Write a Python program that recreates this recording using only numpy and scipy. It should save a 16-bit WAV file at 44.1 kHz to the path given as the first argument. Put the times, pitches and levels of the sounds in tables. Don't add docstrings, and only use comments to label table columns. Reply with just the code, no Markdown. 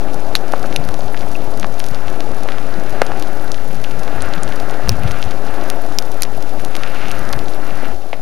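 import sys
import numpy as np
from scipy import signal
from scipy.fft import rfft, irfft, next_fast_len
from scipy.io import wavfile
from scipy.ndimage import uniform_filter1d

SR = 44100
rng = np.random.default_rng(int(sys.argv[2]) if len(sys.argv) > 2 else 0)


def file_out(sig):
    cols = np.atleast_2d(sig).T
    lim = np.clip(cols, -1, 1)
    pcm = np.round(lim * 32767).astype(np.int16)
    wavfile.write(sys.argv[1], SR, pcm)


def ratio_of_db(decibels):
    return 10 ** (np.asarray(decibels, float) / 20)


N = 362061

# (t/s, gain)
VOLUME = [
    (0, 1),
    (7.5, 1),
    (7.9, 1.03),
    (8.0, .568),
    (8.21, .568),
]
SPLINTER_RATTLE_DB = -28.5


def unit(x):
    return x / np.sqrt(np.mean(x ** 2))


def curve(s, value):
    return np.interp(np.arange(N) / SR, s, value)


def colour(x, table):
    hz, db = np.transpose(table)
    size = next_fast_len(N)
    f = np.maximum(np.arange(size // 2 + 1) * SR / size, 1)
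    gain = ratio_of_db(np.interp(np.log(f), np.log(hz), db))
    return unit(irfft(rfft(x, size) * gain, size)[:N])


def walk(rate):
    k = int(SR / rate)
    held = np.repeat(rng.standard_normal(N // k + 1), k)[:N]
    slewed = uniform_filter1d(uniform_filter1d(held, k), k)
    return unit(slewed - uniform_filter1d(slewed, 4 * k))


def add(out, s, sound):
    i = max(int(s * SR), 0)
    out[..., i:i + sound.shape[-1]] += sound[..., :max(N - i, 0)]


def swells(s, db, length, rise=0.91, fall=0.95):
    t = np.arange(0, N + 256, 256) / SR - s[:, None]
    width = length[:, None] * np.where(t < 0, rise, fall)
    bells = ratio_of_db(2 * db)[:, None] * np.exp(-(t / width) ** 2)
    return curve(t[0] + s[0], bells.sum(axis=0))


def seething(table, flicker_db, grains, grain_db, grain_share, count):
    hits = rng.random(N) < grains / SR
    size = ratio_of_db(grain_db * np.minimum(rng.exponential(size=N), 3.2))
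    bursts = hits * rng.standard_normal(N) * size
    share = np.clip(grain_share, 0, 1)
    source = np.sqrt(1 - share) * rng.standard_normal(N) + np.sqrt(share) * unit(bursts)
    return unit(colour(source, table) * ratio_of_db(flicker_db * walk(count)))


def boiling():
    # (f/Hz, level/dB)
    rumble_tone = [(20, -21), (35, -56), (50, 3.5), (100, 1), (200, -1), (300, -12), (600, -50)]
    roar_tone = [(100, -16.5), (200, -5.5), (300, -1.5), (450, -3.5), (580, -1.5), (800, -2), (930, -8),
                 (1300, -16.5), (3000, -53)]
    seethe_tone = [(500, -15.5), (950, -4.5), (1400, 2), (1700, -1), (2100, -8), (3500, -34.5)]
    spray_tone = [(1500, -22), (2100, -2), (2700, 0), (3200, -7), (4300, -11), (6500, -20), (12000, -35)]
    # (t/s, roar level/dB)
    flow = [(0, -30), (.6, -30), (1.35, -32.5), (1.55, -30.5), (1.85, -34), (2.25, -31), (2.7, -33),
            (3.09, -29.5), (3.65, -35.5), (3.9, -34.5), (4.09, -31), (4.82, -31), (5.2, -32), (5.6, -29.5),
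            (6.0, -32.5), (6.5, -33.5), (7.4, -32), (8.21, -34)]
    # (t/s, seething level/dB, length/s, spray share/dB)
    waves = [(0.0, -42, 0.15, -9), (0.534, -40.5, 0.23, -5), (0.782, -41.5, 0.14, -5),
             (2.048, -39.5, 0.22, -6.5), (2.538, -38, 0.18, -4), (2.82, -38, 0.12, -9.5),
             (3.07, -35, 0.16, -4), (3.418, -38.5, 0.15, -14), (4.253, -34, 0.14, -5.5),
             (4.5, -36, 0.61, -8.5), (4.797, -37.5, 0.25, -13), (5.13, -34.5, 0.2, -4),
             (5.6, -34, 0.16, -7), (6.01, -42, 0.41, -18), (6.827, -36, 0.15, -11), (6.976, -36, 0.17, 0),
             (7.112, -36.5, 0.1, 0.5), (7.295, -31.5, 0.13, -15), (7.72, -37.5, 0.15, -6.5),
             (7.84, -36.5, .08, -4.5), (7.502, -45, 0.14, -8), (1.2, -44, .12, -12)]
    # (t/s, rumble level/dB, length/s)
    tremors = [(0.323, -43, 0.11), (0.854, -36, 0.17), (1.8, -40.5, 0.32), (2.7, -40.5, 0.18),
               (3.85, -36.5, 0.26), (4.345, -36, 0.18), (4.646, -41, 0.2), (4.992, -27.5, 0.095),
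               (5.3, -38.5, 0.15), (7.236, -31.5, 0.064), (7.89, -44, 0.059), (4.896, -26, 0.045),
               (5.1, -37, .07), (7.1, -45, 0.071), (7.34, -36, 0.062), (1.27, -37.5, .1), (3.3, -44, .1)]
    # (t/s, gain)
    wash_gain = [
        (7.9, 0.77),
        (7.945, 0.4),
        (8.21, 0.47),
    ]
    rise, fall = 0.87, 0.79
    calm_seethe_db, calm_spray_db, calm_rumble_db = -43, -47.5, -42

    s, db, length, share_db = np.transpose(waves)
    wash = np.sqrt(ratio_of_db(2 * calm_seethe_db) + swells(s, db, length, rise, fall))
    foam = np.sqrt(ratio_of_db(2 * calm_spray_db) + swells(s, db + share_db, length, rise, fall))
    shake = np.sqrt(ratio_of_db(2 * calm_rumble_db) + swells(*np.transpose(tremors)))
    rumble = seething(rumble_tone, 2.2, 300., 1.0, 0.19, count=12) * shake * ratio_of_db(2.0)
    roar = seething(roar_tone, 0.54, 900., 4.55, 0.29, count=25)
    roar = roar * ratio_of_db(curve(*np.transpose(flow)) + 2.0)
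    seethe = seething(seethe_tone, 0.75, 700., 1.2, 0.34, count=24) * wash * ratio_of_db(1.5)
    spray = seething(spray_tone, 1.6, 900., 6.2, 0.32, count=30) * foam * ratio_of_db(0.3)
    volume = curve(*np.transpose(VOLUME))
    return volume * (rumble + roar) + curve(*np.transpose(wash_gain)) * (seethe + spray)


def tick(hz):
    return -23 + 12 * np.log2(hz / 4000)


def cracks(table):
    air_hz = 13400
    out, t = np.zeros((2, N)), np.arange(2048) / SR
    f = np.maximum(np.arange(1025) * SR / 2048, 1)
    noises = rng.standard_normal((len(table), 3, 2048))
    for (s, db, hz, q, tick_db, rattle_db), noise in zip(table, noises):
        r = f / hz
        ring = 1 / (1 + .6j * max(q, .3) * (r - 1 / r)) ** 2
        broad_tick = ratio_of_db(tick_db) * 1j * r / (1 + 1j * r)
        air = 1 / (1 - (f / air_hz) ** 2 + 1.3j * f / air_hz)
        body = air * (ring + broad_tick)
        blow = ratio_of_db(-24) * noise[0] * np.exp(-t / .0005)
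        blow[:9] += np.hanning(11)[1:-1] ** 8 / 2.2
        rattle = ratio_of_db(rattle_db) * noise[1] * np.exp(-t / 0.0032) * np.minimum(t / 0.00098, 1)
        scatter = ratio_of_db(-38.5) * noise[2] * np.exp(-t / 0.00031)
        ports = blow + rattle + scatter * np.array([[1], [-1]])
        add(out, s, ratio_of_db(db) * irfft(rfft(ports) * body))
    return out


def crumbs():
    when, size, pitch, sharp = rng.random((400, 4)).T
    octaves = 0.56 * (2 * pitch - 1) * 2.7
    hz = 6500 * 2 ** octaves
    db = -15 + 2.5 * np.minimum(-np.log(size), 1.5)
    q = .4 + 2 * 3.8 * sharp ** 2
    rows = zip(when * 7.9, db, hz, q)
    return cracks([(*row, tick(row[2]), SPLINTER_RATTLE_DB) for row in rows])


def fragments():
    # (t/s, blow/dB, ringing f/Hz, sharpness Q)
    slabs = [(0.353, 21.5, 2000, 1.2), (0.5362, 30, 680, 2.6), (0.5361, 25.5, 1280, 3.2),
             (0.6415, 20, 1390, 6.6), (0.7614, 16.5, 2570, 5), (1.145, 17, 1390, 2.3),
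             (1.353, 16.5, 2650, 16), (1.6298, 11.5, 1900, 1.54), (1.6447, 19.5, 875, 1.14),
             (1.8014, 5, 3140, 0.92), (2.488, 13.5, 1400, 1.2), (2.5204, 6.5, 1880, 0.98),
             (3.0179, 40, 684, 1.7), (3.018, 29, 2020, 3.1), (3.1183, 14.5, 830, 1.1),
             (3.5443, 4, 2530, 1.1), (3.585, 9, 1710, 6.1), (3.0178, 31.5, 1220, 2.7),
             (4.5234, 5, 2590, 1.4), (4.8756, 15.5, 830, 1.06), (5.1109, 4.5, 1900, 0.4),
             (5.9867, 17.5, 3330, 1.7), (6.2514, 3.5, 940, 0.43), (6.3777, 23, 685, 6),
             (6.7528, 6, 2400, 0.61), (6.835, 13, 2550, 1.5), (7.094, 12, 670, 3), (7.3345, 12, 1460, 1.2),
             (8.131, 20.5, 650, 2.15), (8.1305, 13.5, 2140, 2.9), (0.7623, 12, 6050, 6.9),
             (0.7617, 10, 11100, 10), (0.7625, 9, 8750, 7), (4.8932, 15.5, 2730, 7.9),
             (5.9872, 16, 5200, 12), (6.2328, 19.5, 6000, 4), (6.2336, 12, 3900, 5.6),
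             (6.2328, 9, 1900, 3.3), (6.2217, 16, 2600, 2.7), (7.332, 9, 4300, 3), (0.949, 16, 630, 3),
             (1.2692, 14, 650, 3), (2.3202, 18, 630, 2.4), (4.7038, 20, 730, 3), (4.7962, 17, 650, 3.3),
             (5.8527, 16.5, 700, 4.6), (7.1083, 9, 2690, 4), (8.1393, 2, 2480, 4.5), (1.23, 4, 1900, 3),
             (0.8888, 12, 1360, 2.8)]
    # (t/s, blow/dB, ringing f/Hz, sharpness Q)
    crust = [(0.3533, 32, 3970, 3.1), (4.902, -2, 7350, 1.5), (4.9198, -4, 6350, 0.9),
             (0.5223, 0.5, 5000, 0.53), (0.7616, 15, 3980, 5.3), (0.8892, 1, 3100, 0.27),
             (0.9423, -1, 3290, 0.39), (1.5982, 7.5, 7100, 2.1), (1.8416, -1, 5270, 0.3),
             (2.2057, 3.5, 3030, 0.73), (3.2247, 0, 4340, 0.4), (3.5182, 7, 6500, 1.6),
             (3.8411, 2, 2720, 0.38), (3.8454, 8, 2820, 3.7), (4.2218, 13, 8800, 4.2),
             (4.3371, 6, 3540, 1.6), (4.4335, 12, 8440, 3.6), (4.8928, 30, 5350, 2.9),
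             (5.0749, 4, 2960, 2.6), (5.2273, 9, 3230, 1.3), (5.701, 8, 5500, 0.5),
             (5.9866, 28.5, 5400, 3.6), (6.222, 13.5, 5600, 0.99), (0.7626, 11.5, 3500, 2.2),
             (6.2329, 11, 4800, 0.6), (6.6491, 1.5, 7080, 0.5), (6.766, 3, 5100, 0.25),
             (7.1153, 4.5, 6750, 0.72), (7.3283, 6, 8000, 0.92), (6.2216, 23, 11000, 3.8)]
    # (t/s, blow/dB, ringing f/Hz)
    splinters = [(0.1435, -4, 7380), (0.6295, -3, 4370), (0.7267, 2, 2600), (1.1678, -3, 2400),
                 (1.1747, 1.5, 2860), (1.209, -1.5, 3290), (1.6108, -8, 7340), (1.796, -1.5, 10320),
                 (1.8647, -1, 6650), (1.8862, -2, 7480), (1.9467, -0.5, 4190), (2.082, 2.5, 2230),
                 (2.5835, 1.5, 2160), (3.066, -0.5, 6000), (3.911, -2, 2680), (4.0335, -3, 6000),
                 (4.4783, 0, 3050), (4.6004, -0.5, 3950), (4.697, 0.5, 3000), (4.886, -1, 7800),
                 (5.1167, 0, 7000), (5.2402, -3, 4430), (5.3098, 0, 4530), (6.024, 0, 5890),
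                 (6.1177, -3.5, 8150), (6.4253, -2, 6000), (6.597, 0.5, 1920), (7.1921, -4, 10800),
                 (7.4835, -0.5, 3260), (7.391, 3, 3500)]
    slab_tick_db, slab_rattle_db = -37.5, -28
    crust_rattle_db, splinter_q = -45, 1.06
    return (cracks([(*row, slab_tick_db, slab_rattle_db) for row in slabs])
            + cracks([(*row, tick(row[2]), crust_rattle_db) for row in crust])
            + cracks([(*row, splinter_q, tick(row[2]), SPLINTER_RATTLE_DB) for row in splinters])
            + crumbs())


def booms():
    # (t/s, peak level/dB, f/Hz, length/ms)
    blasts = [(0.163, -23, 146, 15), (0.353, -37, 159, 22), (0.797, -21.5, 144, 29),
              (0.892, -23, 102, 19.0), (1.057, -26, 115, 13), (1.643, -27.5, 192, 49),
              (1.862, -37, 103, 13), (1.919, -16, 146, 8.8), (2.786, -23, 194, 32), (3.02, -31, 126, 17),
              (3.198, -24, 108, 15), (3.776, -37, 127, 17), (3.983, -33.5, 160, 18), (4.381, -23, 173, 35),
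              (4.881, -18, 82, 12), (4.924, -12.5, 103, 53), (5.012, -17, 108, 9.2), (5.057, -10, 125, 23),
              (5.107, -19, 97, 22), (5.149, -22, 106, 12), (5.06, -18, 62, 43), (5.27, -21, 81.6, 32),
              (4.9, -15, 55, 37), (7.054, -24, 110, 8.5), (7.219, -23, 111, 12), (7.307, -30, 116, 13),
              (7.368, -16.5, 106, 11)]
    out, t = np.zeros(N), np.arange(-3000, 6000) / SR
    for (s, db, hz, ms), turn in zip(blasts, rng.random(len(blasts))):
        width = ms * 0.00038 * np.where(t < 0, 1.3, .8)
        phase = 2 * np.pi * (hz * (t - 2.3 * t ** 2) + turn)
        add(out, s - 3000 / SR, ratio_of_db(db - 0.5) * np.exp(-(t / width) ** 2) * np.sin(phase))
    return out


def jets():
    # (t/s, rms level/dB, centre f/Hz, decay/ms)
    puffs = [
        (0.357, -13, 3880, 6.1),
        (0.765, -33, 5000, 6),
        (3.02, -37, 1800, 8),
        (4.0773, -21, 1200, 4),
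        (5.0746, -24, 3000, 5),
        (5.988, -26, 5000, 4),
        (6.233, -19, 6500, 3.5),
        (7.1152, -34, 6000, 6),
        (7.3342, -35, 2500, 4.5),
        (8.132, -29, 1790, 9),
    ]
    rise_ms, q, side_db = 3.4, 1, -21
    out, t = np.zeros((2, N)), np.arange(4096) / SR
    f = np.maximum(np.arange(2049) * SR / 4096, 1)
    for (s, db, hz, ms), noise in zip(puffs, rng.standard_normal((len(puffs), 2, 4096))):
        band = unit(irfft(rfft(noise) / (1 + 1j * q * (f / hz - hz / f)) ** 2))
        ports = band[0] + ratio_of_db(side_db) * band[1] * np.array([[1], [-1]])
        swell = np.minimum(1000 * t / rise_ms, 1) * np.exp(-1000 * t / ms)
        add(out, s, ratio_of_db(db) * ports * swell)
    return out


def chips():
    # (t/s, peak level/dB, ringing f/Hz)
    high = [(0.6694, -27, 8780), (0.7976, -27, 9610), (1.058, -29, 9750), (1.1333, -25, 9170),
            (1.5115, -27, 10600), (1.9021, -24, 12300), (3.0704, -33, 8700), (3.4426, -26, 10900),
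            (3.6785, -30, 9970), (3.7534, -33, 10500), (3.8157, -28, 11000), (3.93, -36, 10580),
            (4.0003, -33, 9520), (4.151, -29, 9860), (4.3504, -24, 12000), (4.994, -27, 9790),
            (5.0335, -23, 10800), (5.0908, -27, 10200), (5.249, -26, 9150), (5.9444, -29, 8570),
            (6.2394, -31, 10700), (6.3724, -28, 10200), (6.7734, -32, 10600), (6.8798, -28, 9830),
            (6.8992, -32, 11800), (7.0964, -24, 11100), (7.3044, -28, 11400), (7.5443, -27, 10300),
            (7.5564, -34, 11200), (7.6625, -35, 11000)]
    middle = [(0.134, -26, 3510), (0.3664, -25, 4200), (0.5791, -30, 5000), (0.839, -27, 4390),
              (1.0056, -22, 4330), (1.0804, -26.5, 4170), (1.4052, -27, 3580), (1.5384, -26, 4970),
              (1.7818, -29, 3670), (2.5052, -28, 3540), (2.7397, -26, 4050), (3.2344, -28, 3710),
              (3.4765, -28, 3800), (3.5773, -25, 3930), (4.0771, -24, 3580), (4.2053, -20, 3800),
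              (4.3789, -22, 3620), (4.5625, -27, 5320), (5.4869, -31, 3510), (5.6111, -27, 3970),
              (6.1244, -32, 4150), (7.457, -26, 3960), (7.5353, -24, 4470), (7.7987, -29, 4110)]
    lag_s, q = .0012, 2.5
    rows = []
    for table, gain_db in ((high, 18), (middle, 21.5)):
        for s, db, hz in table:
            rows.append((s + lag_s, db + gain_db, hz, q, tick(hz) - 6, SPLINTER_RATTLE_DB))
    return cracks(rows)


def needles():
    # (t/s, blow/dB)
    snaps = [(0.4816, -9), (0.595, -6), (0.6605, -6), (0.9925, -8), (1.3158, -6), (1.5744, -5),
             (1.6673, -10), (1.742, -10), (2.101, -7), (2.1275, -11), (2.3468, -11), (2.4339, -4.5),
             (2.8958, -7), (2.9256, -11), (3.1985, -6), (3.746, -10), (3.9943, -4), (4.5593, -5),
             (4.71, -7), (4.8727, -16), (5.2183, -8), (5.64, -11), (5.873, -17), (6.0557, -10),
             (6.494, -7.5), (7.084, -3), (7.1674, -15), (7.2909, -4), (7.4894, -12), (7.6957, -22)]
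    hz, q = 6700, 1
    return cracks([(*row, hz, q, tick(hz), SPLINTER_RATTLE_DB) for row in snaps])


def mist():
    # (f/Hz, level/dB)
    mist_tone = [(2000, -7), (3500, 6.5), (5500, 6.5), (9000, -1), (16000, -12)]
    volume = curve(*np.transpose(VOLUME))
    fizz = seething(mist_tone, 1.5, 600., 4.0, .55, count=28)
    return np.sqrt(volume) * ratio_of_db(-51 + 1.5) * fizz


def scene():
    return boiling() + fragments() + booms() + jets() + chips() + needles() + mist()


def top_cut(x):
    return signal.sosfilt(signal.butter(12, 15710, fs=SR, output="sos"), x)


def record(dry):
    # (f/Hz, level/dB)
    hiss_tone = [(20, -6), (70, -33), (150, -18), (1400, -5.5), (2200, -3), (6000, -2.5), (12000, -7.5),
                 (15000, -5), (20000, -17)]
    # (f/Hz, width/Hz, level/dB)
    housing = [
        (7800, 1630, -9),
        (11060, 2200, 3),
        (965, 81, -5),
    ]
    offset = (-.454, -.095)
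    volume = curve(*np.transpose(VOLUME))
    hiss = np.array([colour(rng.standard_normal(N), hiss_tone) for _ in range(2)])
    x = dry + np.sqrt(volume) * ratio_of_db(-45.5) * hiss
    for hz, width, db in housing:
        w, g = 2 * np.pi * hz / SR, ratio_of_db(db / 2)
        k = np.sin(w) * width / hz / 2
        top = [1 + k * g, -2 * np.cos(w), 1 - k * g]
        bottom = [1 + k / g, -2 * np.cos(w), 1 - k / g]
        x = signal.lfilter(top, bottom, x)
    x = signal.sosfilt(signal.butter(N=4, Wn=14500., fs=SR, output="sos"), x)
    x = x + volume * np.array(offset)[:, None]
    peak = np.maximum(np.abs(x).max(axis=0), 1)
    need = np.clip((1 / peak) ** .6, .84, 1)
    climb = .9 / SR * uniform_filter1d(np.arange(N) // 1024 * 1024., 300)
    gain = np.minimum(np.minimum.accumulate(need - climb) + climb, 1)
    x = np.clip(x * uniform_filter1d(gain, size=60, origin=29), -1, 1)
    return top_cut(x)


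dry = scene()
out = record(dry)
file_out(out)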